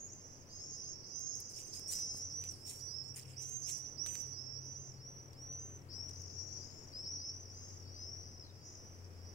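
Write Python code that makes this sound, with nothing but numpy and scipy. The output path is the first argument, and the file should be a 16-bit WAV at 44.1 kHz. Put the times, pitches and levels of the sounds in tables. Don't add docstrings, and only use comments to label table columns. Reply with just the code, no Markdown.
import sys
import numpy as np
from scipy import signal
from scipy.fft import rfft, irfft, next_fast_len
from scipy.io import wavfile
from scipy.ndimage import uniform_filter1d, map_coordinates

SR = 44100
rng = np.random.default_rng(int(sys.argv[2]) if len(sys.argv) > 2 else 0)


def dump_mix(stems):
    frames = np.atleast_2d(stems).T
    limited = np.clip(frames, -1, 1)
    pcm = np.round(limited * 32767).astype(np.int16)
    wavfile.write(sys.argv[1], SR, pcm)


def makeup_ratio(level_db):
    decades = np.asarray(level_db, float) / 20
    return 10 ** decades


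N = 411894


def unit(x):
    return x / np.sqrt(np.mean(np.abs(x) ** 2) + 1e-20)


def along(points, hz):
    f, v = np.transpose(points)
    return np.interp(np.log(hz + 1), np.log(f + 1), v)


def curves(rows):
    s, *cols = np.transpose(rows)
    return [np.interp(np.arange(N) / SR, s, c) for c in cols]


def wobble(rate, size=N):
    knots = rng.standard_normal(int(size * rate / SR) + 4)
    return map_coordinates(knots, [np.arange(size) * rate / SR])


def filtered(x, response):
    m = next_fast_len(N + SR // 2)
    return irfft(rfft(x, m) * response(np.fft.rfftfreq(m, 1 / SR)), m)[..., :N]


def sides(db):
    g = makeup_ratio(np.array([db / 2, -db / 2]))
    return g / np.sqrt(np.mean(g ** 2, axis=0))


def band(centre_hz, width_hz):
    return lambda hz: np.exp(-.5 * ((hz - centre_hz) / width_hz) ** 2)


# (frequency [Hz], level [dB per Hz])
TOWN_COLOUR = [(30, -10.5), (60, -20), (100, -6.5), (200, -14.5), (434, -16), (740, -24), (1500, -29.5),
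               (2000, -31), (2900, -36), (3700, -42.5), (4300, -43), (7500, -38), (9100, -44),
               (14700, -44.5), (16000, -39)]
# (time [s], level [dB])
TOWN_LEVEL = [(0.0, -63.5), (1.61, -64.5), (8.3, -63), (8.6, -63), (9.34, -62.5)]
# (frequency [Hz], likeness [-1 to 1])
TOWN_LIKENESS = [(40, 0.36), (90, 0.58), (290, 0.97), (640, 0.46), (1400, -0.27), (4000, 0.24),
                 (15000, -0.12)]
# (frequency [Hz], left-right difference [dB])
TOWN_LEAN = [(30, -1), (100, 9.5), (400, 1.5), (700, 4.5), (2400, 0.5), (15000, 3)]


def traffic():
    def mix(hz):
        turn = np.arccos(np.clip(along(TOWN_LIKENESS, hz), -1, 1)) / 2
        return makeup_ratio(along(TOWN_COLOUR, hz)) * [np.cos(turn), np.sin(turn)]

    mid, side = filtered(rng.standard_normal((2, N)), mix)
    hiss = unit(filtered(np.array([mid + side, mid - side]), lambda hz: sides(along(TOWN_LEAN, hz))))
    return makeup_ratio(curves(TOWN_LEVEL)[0] + 4.5 + .8 * wobble(3.3)) * hiss


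# (time [s], low drone level [dB], high drone level [dB])
DRONE_LEVELS = [(0, -64, -67), (1.602, -67.5, -69.5), (2.3, -56.5, -66.5), (3.3, -60.5, -56),
                (4.0, -63, -63), (4.601, -59.5, -54.5), (5.4, -59.5, -60), (6.2, -52, -60.5),
                (6.9, -61, -66.5), (7.8, -51, -69), (8.6, -59, -67.5), (9.3, -51.5, -79)]


def drones():
    t, out = np.arange(N) / SR, 0
    for hz, db in zip((91, 129), curves(DRONE_LEVELS)):
        tone = np.sqrt(2) * np.sin(2 * np.pi * hz * t + 1.73 * wobble(3))
        blur = unit(filtered(rng.standard_normal(N), band(hz, 19.0)))
        out = out + makeup_ratio(db) * (0.88 * tone + 0.36 * blur)
    return sides(4.5)[:, None] * out


# (time [s], left-right difference [dB])
BEARING = [(0, -7), (.45, -10), (.6, 8), (.75, -10.5), (1.6, -18), (2.0, -2), (2.5, -10), (3.0, -20),
           (3.4, -11), (3.9, -21), (4.2, -21), (4.8, -1), (5.5, -1.5), (5.9, 8), (6.3, 14), (7.2, -1),
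           (8.0, 4.5), (9.3, -7)]


def bearing_db(at):
    return np.interp(at, *np.transpose(BEARING))


# (time [s], level [dB])
FLOCK_LEVEL = [(0, -60), (.9, -44), (2, -43), (3.3, -58), (4.5, -47), (5.85, -70), (6.3, -46), (6.6, -54.5),
               (7.1, -47.5), (8.9, -52.5), (9.34, -56)]
# (middle time [s], half length [s], centre [Hz], level [dB])
HIGH_VOICES = [
    (0, 0.18, 6560, -55),
    (0.69, 0.18, 6800, -69.5),
    (1.38, 0.15, 6150, -49.5),
    (1.58, 0.045, 6400, -52.5),
    (4.888, 0.089, 6800, -71),
    (6.427, 0.29, 6030, -54.5),
    (6.744, .16, 6730, -63.5),
    (7.66, 0.15, 6300, -63),
    (8.714, 0.086, 6260, -62),
]


def flock():
    t = np.arange(N) / SR
    flutter = makeup_ratio(2.4 * wobble(140) + 1.6 * wobble(45))

    def voices(shape):
        hiss = filtered(rng.standard_normal((2, N)), shape)
        return unit(hiss * np.roll(flutter, rng.integers(N)))

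    out = makeup_ratio(curves(FLOCK_LEVEL)[0] - 12.0) * voices(band(5476, 457))
    for s, half, hz, db in HIGH_VOICES:
        out = out + makeup_ratio(db) * np.exp(-((t - s) / half) ** 4) * voices(band(hz, 460))
    return sides(bearing_db(t) * 0.32) * out


def walls(x):
    t = np.arange(SR // 2) / SR
    decay = makeup_ratio(-60 * t / .07) + makeup_ratio(-12 - 60 * t / .4)
    tail = rng.standard_normal((2, len(t))) * decay * (t > .003)
    return signal.fftconvolve(x, tail / np.linalg.norm(tail[0]), axes=1)[:, :N]


# (frequency [Hz], level [dB per Hz])
FEATHER_COLOUR = [
    [(1000, -26.5), (2500, -15.5), (3700, -18), (6500, -14), (8500, 2.5), (10500, -8.5), (13000, -20),
     (16000, -18)],
    [(1000, -25), (3500, -19), (5500, -3), (7200, 3), (9500, -15), (12500, -13), (14500, -9), (16000, -20)],
]


def sill_colour(hz):
    return makeup_ratio(np.array([along(port, hz) for port in FEATHER_COLOUR]))


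def effort(rows):
    t, levels = np.arange(N) / SR, []
    for s, db, rise, fall in rows:
        before = t < s
        steepness = np.where(before, 1.36, 0.82)
        levels.append(db - 20 * np.abs((t - s) / np.where(before, rise, fall)) ** steepness)
    return np.max(levels, axis=0)


# (strongest time [s], level [dB], rise over 20 dB [s], fall over 20 dB [s])
WING_STROKES = [(1.581, -61, 0.061, 0.29), (1.756, -59, 0.045, 0.12), (1.931, -46.5, 0.056, 0.12),
                (2.19, -62.5, 0.15, 0.07), (2.435, -71.5, 0.22, 0.28), (2.5, -68.5, .2, 0.84),
                (2.7, -51, 0.052, .14), (2.8, -63, .1, .04), (2.92, -74, 0.18, 0.055),
                (3.07, -78, 0.31, 0.52), (3.175, -54, 0.034, 0.081), (3.33, -70.5, 0.37, 0.12),
                (1.38, -73, 0.065, 0.36), (1.505, -65.5, 0.022, 0.18), (3.422, -63, 0.052, 0.43),
                (3.78, -60, 0.06, 0.073), (3.705, -50, 0.048, 0.083), (4.066, -57.5, 0.0065, 0.088),
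                (4.146, -60.5, 0.14, 0.16), (4.21, -61.5, .1, 0.036), (5.535, -79, .02, .08),
                (6.1, -75, 0.033, .1)]
# (strongest time [s], level [dB], rise over 20 dB [s], fall over 20 dB [s])
BREAST_SCRAPES = [
    (1.59, -72, 0.037, 0.21),
    (1.94, -93, .05, .1),
    (2.44, -61, 0.022, 0.052),
    (2.7, -89, 0.042, 0.17),
    (3.165, -64, .025, .12),
    (3.27, -68.5, 0.11, 0.31),
    (3.44, -86, .05, 0.16),
    (3.705, -68, 0.048, 0.19),
    (4.07, -62, 0.0087, 0.078),
    (4.15, -66.5, 0.045, 0.14),
]


def feathers():
    grains = rng.standard_normal((2, N)) + 0.56 * rng.standard_normal(N)
    grains = grains * makeup_ratio(2.8 * wobble(900) + 1.4 * wobble(90))
    z = signal.stft(grains, nperseg=256)[2]
    patches = uniform_filter1d(rng.standard_normal(z.shape[1:]), size=7, axis=0)
    patches = unit(uniform_filter1d(patches, size=8, axis=1))
    grains = signal.istft(z * makeup_ratio(3 * patches), nperseg=256)[1][:, :N]
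    drag = makeup_ratio(effort(WING_STROKES) + 7.5) * unit(filtered(grains, sill_colour))
    return drag + makeup_ratio(effort(BREAST_SCRAPES)) * unit(filtered(grains, band(2610, 510)))


# (time [s], peak level [dB], body under 8 kHz [dB])
CLAW_TAPS = [(1.0844, -72, -20), (1.1616, -62, -15), (1.1936, -56, -20), (1.206, -62, -20),
             (1.3557, -57, -14), (1.403, -46.5, -16), (1.4984, -65, -10), (1.795, -50, -11),
             (2.325, -79, -10), (2.4394, -54.5, 8.5), (2.5116, -64, -4), (2.5216, -58, -2),
             (3.0404, -72, -8), (3.496, -57, -15), (4.0625, -48, 7), (4.0716, -58, 8), (4.085, -64, 0),
             (4.102, -71, -5), (4.139, -62, -10), (4.1484, -54, -14), (4.154, -52, 5), (4.218, -55, -8),
             (4.6567, -69, -8), (5.332, -70, 10), (5.528, -72, 14), (5.9344, -71, 0), (6.094, -66, 13),
             (6.2177, -65, -20)]


def claws():
    taps, t = np.zeros((2, 2, N)), np.arange(600) / SR
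    crack = makeup_ratio(-60 * t / 0.004) + makeup_ratio(-10.5 - 60 * t / 0.052)
    for s, peak_db, body_db in CLAW_TAPS:
        level = makeup_ratio(peak_db + 16.5 + np.array([[[0]], [[body_db]]]))
        taps[..., round(s * SR):][..., :600] += level * crack * rng.standard_normal((2, 600))

    def split(hz):
        body = 1 / (1 + (hz / 7800) ** 8)
        return sill_colour(hz) ** 0.55 * [[1 - body], [body - band(0, 500)(hz)]]

    return filtered(taps, split).sum(axis=0)


# (time [s], length [s], level [dB])
HAND_BUMPS = [
    (2.1462, .0025, -39),
    (6.972, .001, -54),
    (7.9154, .0004, -54),
]


def bumps():
    t, push = np.arange(N) / SR, 0
    for s, length, db in HAND_BUMPS:
        u = np.clip((t - s) / length, 0, None)
        push = push + makeup_ratio(db) * (u > 0) * (1 - u) * np.exp(-u)
    return filtered(push, band(0, 1300))


# (first time [s], last time [s], chips [count], first pitch [Hz], level [dB])
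CHIP_RUNS = [(1.427, 1.539, 5, 5250, -56.5), (1.785, 1.855, 4, 6250, -54), (2.256, 2.302, 4, 5760, -50),
             (2.493, 2.54, 3, 5760, -45), (2.965, 3.017, 6, 5500, -45.5), (3.038, 3.05, 1, 4350, -67),
             (3.144, 3.168, 2, 5500, -52.5), (3.192, 3.22, 2, 5200, -55.5), (3.23, 3.335, 5, 5550, -55.5),
             (3.621, 3.72, 8, 5970, -44.5), (3.733, 3.765, 3, 5300, -52), (3.862, 3.88, 1, 5370, -52),
             (3.96, 4.037, 4, 5640, -51), (4.501, 4.564, 6, 5500, -49.5), (4.58, 4.59, 1, 4450, -70),
             (4.654, 4.751, 5, 5750, -57), (4.897, 4.944, 3, 5730, -53.5), (4.97, 4.985, 2, 4930, -66),
             (5.17, 5.198, 2, 5450, -61), (5.259, 5.332, 4, 5800, -58.5), (5.575, 5.623, 3, 5550, -58.5),
             (5.766, 5.82, 3, 5980, -59), (6.088, 6.161, 4, 5450, -50.5), (6.173, 6.225, 2, 5040, -68),
             (6.175, 6.198, 2, 5760, -53), (6.219, 6.3, 5, 5730, -50), (6.575, 6.65, 5, 5850, -56),
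             (6.656, 6.72, 5, 5100, -60), (6.876, 6.929, 3, 5780, -57.5), (6.904, 6.969, 5, 5600, -58),
             (7.265, 7.319, 3, 5220, -56), (7.409, 7.504, 5, 5840, -54), (7.775, 7.88, 5, 5790, -56),
             (8.399, 8.44, 4, 5400, -53.5), (8.45, 8.5, 4, 4230, -63)]


def chips():
    out, t = np.zeros((2, N)), np.arange(-400, 400) / SR
    sweep_hz_per_s, half_s = 42000, .004
    for first, last, count, first_hz, db in CHIP_RUNS:
        pan = sides(bearing_db(first - .25))[:, None]
        fall_hz = 457 - 13 * max(db + 46.0, 0)
        for done in np.linspace(0, 1, round(count)):
            hz = first_hz - fall_hz * done ** 1.55
            pip = np.exp(-(t / (half_s * (1 - 0.14 * done))) ** 4)
            pip = pip * (1 + 0.31 * np.cos(2 * np.pi * 250 * t + rng.uniform(0, 2 * np.pi)))
            pip = pip * np.sin(2 * np.pi * (hz - sweep_hz_per_s / 2 * t) * t)
            at = round((first + (last - first) * done) * SR) - 400
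            out[:, at:at + 800] += pan * makeup_ratio(db + 5 - 4 * done) * pip
    return out


# (time [s], noise share [0-1])
HOARSENESS = [(0, .28), (.9, .28), (1.04, .08), (1.1, .33), (1.5, .25), (1.7, .12), (2.3, .17), (2.6, .07),
              (6.1, .06), (6.5, .09), (7.8, .16), (8.15, .2), (8.25, .3), (9.34, .3)]
# (scream start [s], overtone level [dB])
FACING = [
    (.582, -27),
    (.716, -24),
    (5.336, -25.5),
    (5.921, -22),
    (6.923, -27),
]
LEAD_S = .01


def scream(s, length, top_hz, rise, db, start_hz, bend, onset_db, peak, arch_db):
    n = round((length + LEAD_S) * SR)
    t, done = np.arange(n) / SR, np.arange(n) / n
    left = t[-1] - t

    def waver(rate):
        return wobble(rate, size=SR)[:n]

    since = (t - LEAD_S) / rise
    below = np.exp(-np.clip(since, 0, None) ** bend) - np.clip(since, -.2, 0)
    pitch = top_hz - (top_hz - start_hz) * below - 125 * done ** 6 + 20 * waver(70)
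    turn = 2 * np.pi * np.cumsum(pitch + 35 * waver(16)) / SR
    beat = 2 * np.pi * np.cumsum(275 - 35 * done + 12 * waver(23.4)) / SR

    share = np.interp(s, *np.transpose(HOARSENESS)) * (.5 + done)
    rasp = (waver(520) + 1j * waver(520)) / np.sqrt(2)
    upper = makeup_ratio(-16 + 14 * done ** 1.4) * np.exp(1j * beat)
    weak = makeup_ratio(-30 + 12 * done) * np.exp(2j * beat) + makeup_ratio(-31 + 12 * done) * np.exp(-1j * beat)
    voice = (np.sqrt(1 - share) + np.sqrt(share) * rasp) * (1 + upper + weak) * np.exp(1j * turn)

    facing = sum(makeup_ratio(over_db - 120 * (done - .32) ** 2) for at, over_db in FACING if abs(at - s) < .004)
    over = facing * (((0.77 + rasp) * np.exp(1.49j * turn)).real + 0.24 * np.sin(2 * turn))

    level = makeup_ratio(db - onset_db * below ** 2 - arch_db * (done - peak) ** 2 + 3.5 + 2.2 * waver(24.15))
    pulse_hz = 46.3 * rng.uniform(0.8, 1.51)
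    level = level * makeup_ratio(-2.5 * done ** 3 * (1 + np.cos(2 * np.pi * pulse_hz * left)))
    edge = np.clip(np.minimum(t / .008, left / .018), 0, 1)
    return level * edge * (voice.real + over)


# (start time [s], length [s], top pitch [Hz], rise [s], level [dB])
SCREAMS = [(0.078, 0.38, 6300, 0.02, -59.5), (.483, 0.14, 5670, 0.093, -54),
           (.725, 0.14, 5840, 0.055, -51.5), (0.582, 0.18, 5560, 0.023, -52.5),
           (.846, 0.19, 5550, 0.015, -54.5), (1.038, 0.045, 5780, 0.024, -48),
           (1.094, .33, 5460, 0.033, -52.5), (1.448, 0.051, 5600, .02, -65),
           (1.548, 0.057, 5830, 0.019, -49), (2.004, 0.14, 5700, 0.032, -47.5),
           (2.154, 0.15, 6000, 0.036, -49), (2.525, 0.099, 5530, 0.12, -58),
           (2.797, 0.04, 5260, 0.015, -54), (3.344, 0.42, 6280, 0.09, -51.5),
           (3.752, 0.08, 5450, 0.019, -58), (3.972, 0.38, 5960, 0.021, -43.5),
           (4.182, 0.35, 5780, 0.021, -55), (4.324, 0.34, 5570, 0.063, -48.5),
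           (4.8, 0.12, 5650, 0.04, -67), (4.993, 0.29, 5810, 0.024, -54.5),
                (5.336, 0.28, 5970, 0.051, -56.5), (5.884, 0.11, 5790, 0.022, -53),
                (5.896, 0.3, 5930, 0.085, -51), (5.921, 0.15, 5730, 0.059, -44),
                (6.196, 0.06, 5700, 0.021, -60), (6.253, 0.11, 5300, 0.023, -67),
                (6.378, 0.115, 5850, 0.045, -55), (7.043, 0.18, 5830, 0.036, -45.5),
                (7.183, 0.2, 5866, 0.073, -46.5), (7.457, 0.35, 6400, 0.052, -58.5),
                (7.527, 0.21, 5680, 0.081, -58), (7.955, 0.045, 5320, 0.014, -60),
                (7.938, 0.33, 5784, 0.11, -48.5), (8.02, 0.35, 5810, 0.045, -55),
                (8.213, 0.19, 5450, 0.083, -60), (8.483, 0.056, 5200, 0.013, -63),
                (8.52, 0.5, 6060, 0.092, -62.5), (8.586, 0.33, 5340, 0.05, -62.5),
                (9.129, 0.25, 5940, 0.073, -64), (9.167, 0.24, 5660, 0.093, -65),
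                (9.242, 0.12, 4970, 0.03, -68)]
PICKUPS = [(0.002, 0.086, 6610, 0.0051, -50.5), (1.61, 0.2, 6490, 0.061, -50),
           (1.855, 0.26, 5994, 0.075, -43), (1.92, 0.11, 5470, 0.044, -45), (1.965, 0.27, 5305, 0.012, -49),
           (2.055, 0.19, 6480, .005, -57), (2.835, 0.099, 5540, 0.035, -55),
           (2.3, 0.051, 5920, 0.009, -49.5), (8.8, 0.23, 5850, 0.042, -64.5),
           (2.048, 0.29, 6130, 0.01, -49.5), (4.552, 0.37, 6145, 0.075, -52),
           (4.935, 0.1, 5690, 0.0058, -64), (5.454, 0.33, 6093, 0.052, -49.5),
           (7.014, 0.44, 6070, 0.19, -53)]
SWELLS = [
    (.452, 0.33, 6370, 0.015, -52.5),
    (0.716, 0.23, 6390, 0.044, -47.5),
    (1.036, 0.365, 6410, 0.062, -44),
]
GLIDES = [
    (.178, 0.26, 5760, 0.024, -62.5),
    (1.725, 0.17, 5790, 0.076, -49),
    (6.488, 0.39, 6130, 0.35, -55.5),
    (7.85, 0.083, 4730, 0.024, -62),
]
LEAPS = [
    (2.866, .27, 5800, 0.076, -44.5),
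    (3.628, .34, 5955, .03, -47),
    (4.608, .29, 5930, 0.042, -56),
    (6.92, .33, 5557, .03, -48.5),
]
ENTRIES = [
    (1.045, 0.15, 6700, 0.049, -56),
    (2.312, 0.2, 5950, .022, -45),
    (2.6, .34, 6100, .22, -49.5),
    (3.368, 0.43, 6340, 0.032, -45.5),
    (6.305, 0.38, 5670, 0.022, -53),
    (7.882, .24, 5900, .022, -57.5),
]


def screams():
    out = np.zeros((2, N + 2 * SR))
    # (rows, start pitch as a share of the top or 0 for the bottom of the voice, bend of the rise,
    #  onset [dB] fainter, loudest point as a share of the length, fall away from it [dB])
    kinds = [(SCREAMS, 0, .85, 17, 0.3, 19),
             (PICKUPS, .9, .85, 9, 0.3, 19),
             (SWELLS, 0, .85, 17, 0.78, 23.5),
             (GLIDES, 0, .85, 11, 0.43, 23),
             (LEAPS, .7, .6, 25, 0.3, 19),
             (ENTRIES, .83, .7, 9, 0.39, 11)]
    for rows, first, *shape in kinds:
        for s, length, top_hz, rise, db in rows:
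            call = scream(s, length, top_hz, rise, db, first * top_hz or 4400, *shape)
            at = round((s + 1 - LEAD_S) * SR)
            out[:, at:at + len(call)] += sides(bearing_db(s))[:, None] * call
    return filtered(out[:, SR:SR + N], lambda hz: 1 / (1 + (4300 / (hz + 1)) ** 27))


def scene():
    birds = screams() + chips()
    birds[1] = np.roll(birds[1], 16)
    sill = feathers() + claws() + bumps()
    return traffic() + drones() + flock() + sill + makeup_ratio(-8.5) * walls(birds) + birds


def low_pass(x):
    return signal.sosfilt(signal.butter(12, 16470, fs=SR, output="sos"), x)


def record(dry):
    mix = filtered(dry, lambda hz: hz < 15800)
    return low_pass(mix)


dry = scene()
out = record(dry)
dump_mix(out)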